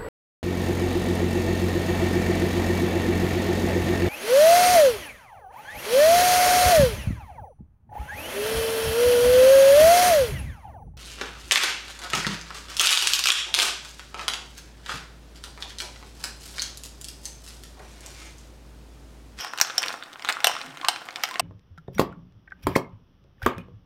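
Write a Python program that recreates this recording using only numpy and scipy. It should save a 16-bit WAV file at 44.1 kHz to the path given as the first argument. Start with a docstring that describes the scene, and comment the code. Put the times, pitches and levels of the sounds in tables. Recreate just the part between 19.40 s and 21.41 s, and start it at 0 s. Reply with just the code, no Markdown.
"""In a kitchen, close to the microphone, a metal straw stirs an iced drink in a hand-held glass.
The straw excites the damped modes of the glass wall and rings thinly as narrow bands of noise.
Ice cubes tick as noise snaps with short tones, over a crackle of grains and a softly churning liquid.
Bubbles plip as decaying tones that rise in pitch; echoes and a diffuse tail make the hard room answer,
and steady shaped noise is its background."""
import sys
import numpy as np
from scipy import signal
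from scipy.fft import rfft, irfft
from scipy.io import wavfile

SR = 44100
rng = np.random.default_rng(int(sys.argv[2]) if len(sys.argv) > 2 else 0)


def int16_out(signal):
    """Quantize to a 16-bit WAV file."""
    q = np.round(np.clip(np.atleast_2d(signal).T, -1, 1) * 32767)
    wavfile.write(sys.argv[1], SR, q.astype(np.int16))


N = 88508
SIZE = 4096  # samples in a short sound and in a filter
FREQS = np.fft.rfftfreq(SIZE, 1 / SR)
T = np.arange(SIZE) / SR

# Radiation spectrum of ice contacts: frequency_hz, gain_db
ICE_SPECTRUM = [(100, -37), (250, -15.5), (470, -12.5), (650, -5.5), (1000, -2.5), (1500, 2), (2200, -1),
                (3100, -1.5), (5600, -5.5), (8800, -10), (10800, -18), (12800, -17.5), (16000, -18)]


def amp(db):
    """Decibel law: a level in dB becomes an amplitude ratio."""
    return 10 ** (np.asarray(db) / 20)


def unit(x):
    """Energy normalisation: the sum of squares becomes one."""
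    return x / np.sqrt(np.sum(x ** 2) + 1e-20)


def read(points, hz):
    """Spectral interpolation: reads a curve on a logarithmic frequency axis."""
    f, value = np.transpose(points)
    return np.interp(np.log(hz + 1), np.log(f + 1), value)


def fade(t, t60):
    """Exponential damping: the amplitude falls by 60 dB in t60 seconds."""
    return np.exp(-np.log(1000) * t / t60)


def add(mix, s, sound):
    """Superposition: adds a sound to the mix, starting at s seconds."""
    part = mix[max(round(s * SR), 0):][:len(sound)]
    part += sound[:len(part)]


def colour(x, curve_db):
    """Minimum-phase filtering: the gain at FREQS fixes the phase through the Hilbert transform."""
    log_gain = np.log(amp(np.r_[curve_db, curve_db[-2:0:-1]]))
    spectrum = np.exp(np.conj(signal.hilbert(log_gain)))
    taps = np.fft.ifft(spectrum).real
    return signal.fftconvolve(x, taps)[:len(x)]


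def voiced(x, centres, levels_db, span):
    """Band-energy balance: filters a hit to given band levels, its energy averaged over span seconds."""
    centres = np.array(centres, float)
    edges = np.sqrt(centres[1:] * centres[:-1])
    band = np.searchsorted(edges, FREQS)
    power = abs(rfft(x, SIZE)) ** 2 / (SIZE * span * SR / 2)
    gains = np.zeros(len(centres))
    # The smooth curve couples neighbouring bands, so the gains are refined in steps
    for _ in range(4):
        curve = read(np.c_[centres, gains], FREQS)
        band_power = np.bincount(band, power * amp(curve) ** 2)
        gains = gains + levels_db - 10 * np.log10(band_power + 1e-20)
    return colour(x, read(np.c_[centres, gains], FREQS))


def noise(spectrum):
    """Stationary random sound: Gaussian noise of rms one with the given spectrum."""
    gain = amp(read(spectrum, np.fft.rfftfreq(N, 1 / SR)))
    shaped = rfft(rng.standard_normal(N)) * gain
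    return np.sqrt(N) * unit(irfft(shaped, N))


def clicks(per_s):
    """Random arrivals: impulses at a mean rate, most of them small."""
    spread_db = 3.5
    strength_db = spread_db * np.minimum(rng.exponential(1, N), 3)
    return (rng.random(N) < per_s / SR) * amp(strength_db)


def air():
    """Ambient noise: a stationary random field makes the quiet steady background of the room."""
    # Background spectrum: frequency_hz, relative_level_db (per Hz)
    air_spectrum = [(20, -8.5), (45, -15), (100, -5.5), (130, 0), (180, -6.5), (290, 5.5), (500, -6),
                    (650, 0), (1400, -3), (4000, -28), (16000, -23)]
    level_db = -54
    return amp(level_db) * noise(air_spectrum)


def kitchen(x):
    """Room response: early echoes from hand and counter join a tail with frequency-dependent decay."""
    # Near surfaces: delay_s, level_db
    echoes = [(.0027, -15), (.0046, -14.5), (.0074, -17.5), (.0098, -20)]
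    # Reverberation time: frequency_hz, t60_s
    room_t60 = [(150, 1), (800, 0.34), (2000, 0.33), (5500, 0.57), (9000, 0.33), (15000, 0.19)]
    # Spectrum of the tail: frequency_hz, gain_db
    room_colour = [(100, -20), (500, -12), (1300, -7.5), (3000, -10), (5600, -15.5), (9000, -15.5),
                   (15000, -19.5)]
    build_s, echo_t60_s = 0.0028, 0.0077

    _, t, diffuse = signal.stft(rng.standard_normal(SR * 3 // 4), SR, nperseg=256)
    hz = np.fft.rfftfreq(256, 1 / SR)
    t60 = read(room_t60, hz)[:, None]
    # Division by the root of t60 evens out the energy across frequency
    tail = signal.istft(diffuse * fade(t, t60) / np.sqrt(t60), SR, nperseg=256)[1]
    tail_t = np.arange(len(tail)) / SR
    build_up = 1 - np.exp(-(tail_t / build_s) ** 2)
    response = colour(unit(tail * build_up), read(room_colour, FREQS))
    for delay_s, level_db in echoes:
        echo = unit(rng.standard_normal(SIZE) * fade(T, echo_t60_s))
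        add(response, delay_s, amp(level_db) * echo)
    return x + signal.fftconvolve(x, response)[:N]


def jostle(count=36, cycles=9, low_hz=650, high_hz=7000, tilt_db=-3):
    """Granular sound: many tiny ice contacts, each a few cycles long, over the churning liquid."""
    # Common level of crackle, snaps and slosh: time_s, gain_db
    jostle_level = [(0, -41), (.06, -40), (0.109, -49), (.25, -45.5), (.36, -41.5), (.45, -38), (.53, -41),
                    (.6, -49.5), (.77, -54.5), (.9, -37), (.98, -45.5), (1.12, -40.5), (1.251, -42.5),
                    (1.35, -48.5), (1.499, -43), (1.7, -51), (1.8, -44.5), (1.95, -44.5)]
    # Spectrum of the churning liquid: frequency_hz, relative_level_db (per Hz)
    slosh_spectrum = [(100, -33), (300, -5.5), (600, 2), (950, -11.5), (1400, 3), (2200, -7), (3300, -12.5),
                      (5500, -27), (9000, -13), (16000, -52)]
    grains_per_s, grain_noise_t60_s = 650, 0.0038
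    snaps_per_s, snap_db, snap_t60_s = 110, 11.5, 0.0017  # tiny cracks in the ice
    slosh_db = -7  # relative to the crackle

    grains = np.zeros(N)
    for hz in np.geomspace(low_hz, high_hz, count):
        train = clicks(grains_per_s / count)
        tone = unit(np.sin(2 * np.pi * hz * T) * fade(T, cycles / hz))
        hiss = unit(rng.standard_normal(SIZE) * fade(T, grain_noise_t60_s))
        tilt = amp(tilt_db * np.log(hz / low_hz))
        grains += tilt * signal.oaconvolve(train, tone + 0.53 * hiss)[:N]
    crackle = unit(colour(grains, read(ICE_SPECTRUM, FREQS))) * np.sqrt(N)

    snap_envelope = signal.oaconvolve(clicks(snaps_per_s), unit(fade(T, snap_t60_s)))[:N]
    snaps = amp(snap_db) * snap_envelope * noise(ICE_SPECTRUM)
    slosh = amp(slosh_db) * noise(slosh_spectrum)
    level = amp(np.interp(np.arange(N) / SR, *np.transpose(jostle_level)))
    return (crackle + snaps + slosh) * level


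def bubbles():
    """Bubble resonance: trapped air rings as a damped oscillator, rising in pitch."""
    # Bubbles in the drink: start_s, initial_pitch_hz, level_db, t60_s
    bubble_events = [(0.9687, 1350, -5.5, 0.0056), (1.243, 245.6, -41, 0.2), (1.27, 152, -45, 0.21),
                     (1.278, 259.4, -43.5, 0.18), (1.316, 137.8, -45, 0.2), (1.407, 286, -38, 0.097),
                     (1.412, 755, -37, 0.055), (1.4305, 1080, -26, .025), (1.4444, 1080, -13, 0.023),
                     (1.464, 1180, -25, .04), (1.4853, 330, -33.5, 0.057), (1.909, 1014, -30, 0.068),
                     (1.942, 1058, -30.5, 0.076)]
    rise_per_s, attack_cycles = 1.18, 1.17  # pitch rise as a fraction of the initial pitch

    out = np.zeros(N)
    for s, hz, db, t60 in bubble_events:
        turns = hz * (T + rise_per_s * T ** 2 / 2)
        attack = 1 - np.exp(-T * hz / attack_cycles)
        add(out, s, amp(db) * attack * fade(T, t60) * np.sin(2 * np.pi * turns))
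    return out


def ice_ticks():
    """Impact of solids: a broadband snap excites the short knock of a cube and one loose overtone."""
    # Ice against ice, straw and wall, levels before the common gain:
    # start_s, pitch_hz, body_db, click_db, treble_db
    tick_events = [(0.0468, 1025, -28.5, -33.5, -39.5), (0.1352, 990, -26, -37.5, -43),
                   (0.1763, 1250, -34, -32.5, -37.5), (0.1859, 1510, -30.5, -27.5, -33),
                   (0.2009, 1180, -24, -26, -28), (0.2485, 1290, -31.5, -32.5, -50),
                   (0.2715, 1230, -35.5, -37, -41), (0.299, 1300, -27, -34, -49),
                   (0.305, 1270, -35, -34, -48), (0.4205, 1500, -28.5, -38, -33.5),
                   (0.4293, 1430, -30.5, -23.5, -30.5), (0.4368, 1420, -26, -23.5, -44),
                   (0.462, 1340, -30.5, -30.5, -39), (0.4828, 1180, -37, -23, -31),
                   (0.4933, 1270, -29, -50, -42), (0.5044, 670, -28.5, -35, -55),
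                   (0.5266, 1190, -47, -35, -41.5), (0.541, 710, -28, -44, -48),
                   (0.6252, 1530, -32.5, -35.5, -73), (0.636, 1700, -45, -38.5, -46.5),
                   (0.7308, 1340, -46, -40.5, -47), (0.758, 1390, -36, -44.5, -68),
                   (0.7955, 1000, -38, -40, -50), (0.8231, 2080, -37, -35.5, -45.5),
                   (0.848, 1300, -26.5, -29.5, -36), (0.854, 1530, -38, -32, -53),
                   (0.8782, 1490, -36, -33, -56), (0.886, 2150, -53, -44, -38),
                   (0.8885, 1760, -18, -19, -37), (0.8903, 1700, -35, -43, -30.5),
                   (0.8931, 1550, -23, -30.5, -32), (0.8962, 1900, -24, -28.5, -36),
                   (0.899, 2170, -27, -22.5, -44), (0.9017, 2030, -22.5, -32, -36),
                   (0.906, 1600, -32, -31, -39), (0.9249, 2080, -34.5, -27.5, -31),
                   (1.004, 2050, -32, -33.5, -41), (1.096, 920, -21.5, -42, -40),
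                   (1.1144, 1350, -28.5, -36, -39), (1.1523, 1150, -29, -35.5, -46),
                   (1.1653, 1270, -26.5, -36, -53), (1.2142, 1110, -32.5, -30.5, -44),
                   (1.3726, 2130, -41, -38, -45.5), (1.4135, 820, -35.5, -33.5, -48),
                   (1.4481, 1140, -26.5, -27, -38), (1.561, 960, -30.5, -32, -42.5),
                   (1.6168, 1010, -36, -58, -66), (1.6874, 1800, -30, -35, -48),
                   (1.7071, 2260, -41, -38.5, -46.5), (1.7591, 1770, -33.5, -26.5, -37),
                   (1.8538, 1420, -36.5, -31, -44), (1.8888, 830, -32.5, -43, -42),
                   (1.9111, 1050, -34, -35, -40), (1.9417, 1080, -35, -33.5, -43),
                   (1.9571, 1890, -26, -31, -50)]
    # Centres of the body, click and treble bands: frequency_hz
    tick_bands = [1400, 3500, 8500]
    snap_t60_s, cube_t60_s = 0.0089, 0.011
    cube_db, overtone_db = -12, -4  # cube against snap, overtone against fundamental
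    overtone_ratio, span_s, gain_db = 2.106, 0.0062, -3.5  # ratio before its random spread

    out = np.zeros(N)
    for s, hz, *levels in tick_events:
        upper_hz = hz * overtone_ratio * rng.uniform(0.81, 1.27)
        fundamental = np.sin(2 * np.pi * hz * T)
        overtone = amp(overtone_db) * np.sin(2 * np.pi * upper_hz * T)
        cube = (fundamental + overtone) * fade(T, cube_t60_s)
        snap = rng.standard_normal(SIZE) * fade(T, snap_t60_s)
        tick = colour(unit(snap) + amp(cube_db) * unit(cube), read(ICE_SPECTRUM, FREQS))
        add(out, s, amp(gain_db) * voiced(tick, tick_bands, np.array(levels), span_s))
    return out


def straw():
    """Free vibration: the steel tube rings on when it swings free, blurred by the room into narrow bands."""
    # Free rings of the straw: start_s, level_db (added to each band's level)
    ring_events = [(0.0, -30.5), (0.3794, -35.5), (1.0451, -27.5), (1.484, -40.5), (1.835, -46)]
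    # Ringing bands: centre_hz, width_hz, level_db, t60_s
    ring_bands = [(3000, 910, -7.5, 0.33), (5450, 660, -4.5, 0.46), (12660, 780, -17, 0.17)]

    out, t = np.zeros(N), np.arange(SR // 2) / SR
    f = np.fft.rfftfreq(len(t), 1 / SR)
    for s, level in ring_events:
        for hz, width, db, t60 in ring_bands:
            resonance = 1 / (1 + (2 * (f - hz) / width) ** 2)
            band = irfft(rfft(rng.standard_normal(len(t))) * resonance, len(t))
            add(out, s, amp(level + db) * np.sqrt(len(t)) * unit(band) * fade(t, t60))
    return out


def clinks(level_db=-1.05, scrape=0.94):
    """Modal excitation: the straw scrapes the wall and rebounds; damped modes of glass and straw ring."""
    # Straw against glass, band levels before the common gain: start_s, straw_pitch_hz (before scatter),
    # ring_length_ratio, rebound_delay_s, rebound_db, thud_db, then one level_db per clink band
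    clink_events = [(0.2132, 5870, 0.36, 0.00077, -13, -36.5, -28, -20, -24.5, -21.5, -13, -21, -23),
                    (0.3802, 5440, 0.9, .00055, -2.5, -71, -32.5, -34.5, -29.5, -28, -16, -29, -33.5),
                    (1.0437, 6070, 0.58, 0.00053, 10, -46, -22, -19, -17.5, -17, -22.5, -22.5, -25.5),
                    (1.0701, 5060, 0.62, 0.00069, -3, -58, -20.5, -24.5, -16, -27, -24.5, -23, -27),
                    (1.4849, 5300, 1.15, .0032, -11.5, -66, -21, -23, -19, -20.5, -23.5, -23.5, -30.5),
                    (1.8361, 4930, 0.75, .0014, -14, -66, -30.5, -23.5, -23, -31.5, -25.5, -35, -32),
                    (1.9956, 5440, .9, .0027, -3.5, -70, -22, -26, -23, -26.5, -25, -25, -34)]
    # Centres of the clink bands: frequency_hz
    clink_bands = [750, 1600, 3000, 4200, 5500, 8400, 13000]
    # Modes of the filled, hand-damped glass, before scatter and length ratio: frequency_hz, level_db, t60_s
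    glass_modes = [(713, 0, 0.024), (839, 0.5, 0.021), (1316, -3, 0.022), (1585, -4.5, 0.021),
                   (2034, -5, 0.015), (2715, 0, 0.033), (3066, -1, 0.026), (4130, -1, 0.02),
                   (4560, 8.5, 0.0058), (7970, -13.5, 0.0039), (8510, 7.5, 0.0039), (12440, 8, 0.0053)]
    # Colour of the scrape: frequency_hz, gain_db
    contact_colour = [(450, -12), (850, 0.5), (5800, -1), (6800, -4.5), (9000, -4), (10600, -15.5),
                      (12700, -14.5), (15000, -18.5)]
    knock_db, knock_t60_s = 5, 0.012  # the straw's own mode, before scatter and length ratio
    pitch_scatter, mode_scatter_db = 0.0033, 3.7  # standard deviations, pitch as a fraction
    contact_s, contact_t60_s, contact_db = 0.0012, 0.027, -2.5  # t60 before length ratio
    rise_s, thud_s, span_s = 0.00014, 0.00025, 0.008
    scatter_db, scatter_t60_s = -13, 0.11  # dense reflections from the counter and cupboards

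    out = np.zeros(N)
    low_cut = signal.butter(4, 570, "high", fs=SR, output="sos")
    contact_curve = read(contact_colour, FREQS)
    for s, straw_hz, length, rebound_s, rebound_db, thud_db, *levels in clink_events:
        levels = np.array(levels)
        ring = np.zeros(SIZE)
        for hz, db, t60 in [*glass_modes, (straw_hz, knock_db, knock_t60_s)]:
            level_chance, pitch_chance, phase = rng.standard_normal(3)
            mode_hz = hz * (1 + pitch_scatter * pitch_chance)
            mode_amp = amp(db + mode_scatter_db * level_chance)
            ring += mode_amp * fade(T, t60 * length) * np.sin(2 * np.pi * (mode_hz * T + phase))

        contact_envelope = np.exp(-(T / contact_s) ** 2) + scrape * fade(T, contact_t60_s * length)
        contact = colour(rng.standard_normal(SIZE) * contact_envelope, contact_curve)
        blow = unit(ring) + amp(contact_db) * unit(contact)
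        blow *= 1 - np.exp(-T / rise_s)
        hit = blow.copy()
        add(hit, rebound_s, amp(rebound_db) * blow)
        hit = signal.sosfilt(low_cut, hit)
        add(out, s, amp(level_db) * voiced(hit, clink_bands, levels, span_s))

        scatter = colour(rng.standard_normal(SIZE) * fade(T, scatter_t60_s), contact_curve)
        scatter = signal.sosfilt(low_cut, scatter)
        add(out, s, amp(scatter_db) * voiced(scatter, clink_bands, levels, span_s))

        thud = unit(T * np.exp(-T / thud_s))
        add(out, s, amp(thud_db) * np.sqrt(0.0055 * SR) * thud)
    return out


def scene():
    """Superposition: the room answers the stirred glass, and its steady background is added."""
    drink = jostle() + bubbles() + ice_ticks() + straw() + clinks()
    return (kitchen(drink) + air())[None]


def record(dry):
    """Transducer limits: the microphone dulls the very top, peaks beyond full scale clip, the band ends."""
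    # Microphone response: frequency_hz, gain_db
    microphone = [(13500, 0), (16000, -5)]
    edge_hz = 16100
    clipped = np.clip(colour(dry[0], read(microphone, FREQS)), -1, 1)[None]
    band_limit = signal.firwin(255, edge_hz, window=("kaiser", 9), fs=SR)
    return signal.oaconvolve(clipped, band_limit[None], "same")


dry = scene()
out = record(dry)
int16_out(out)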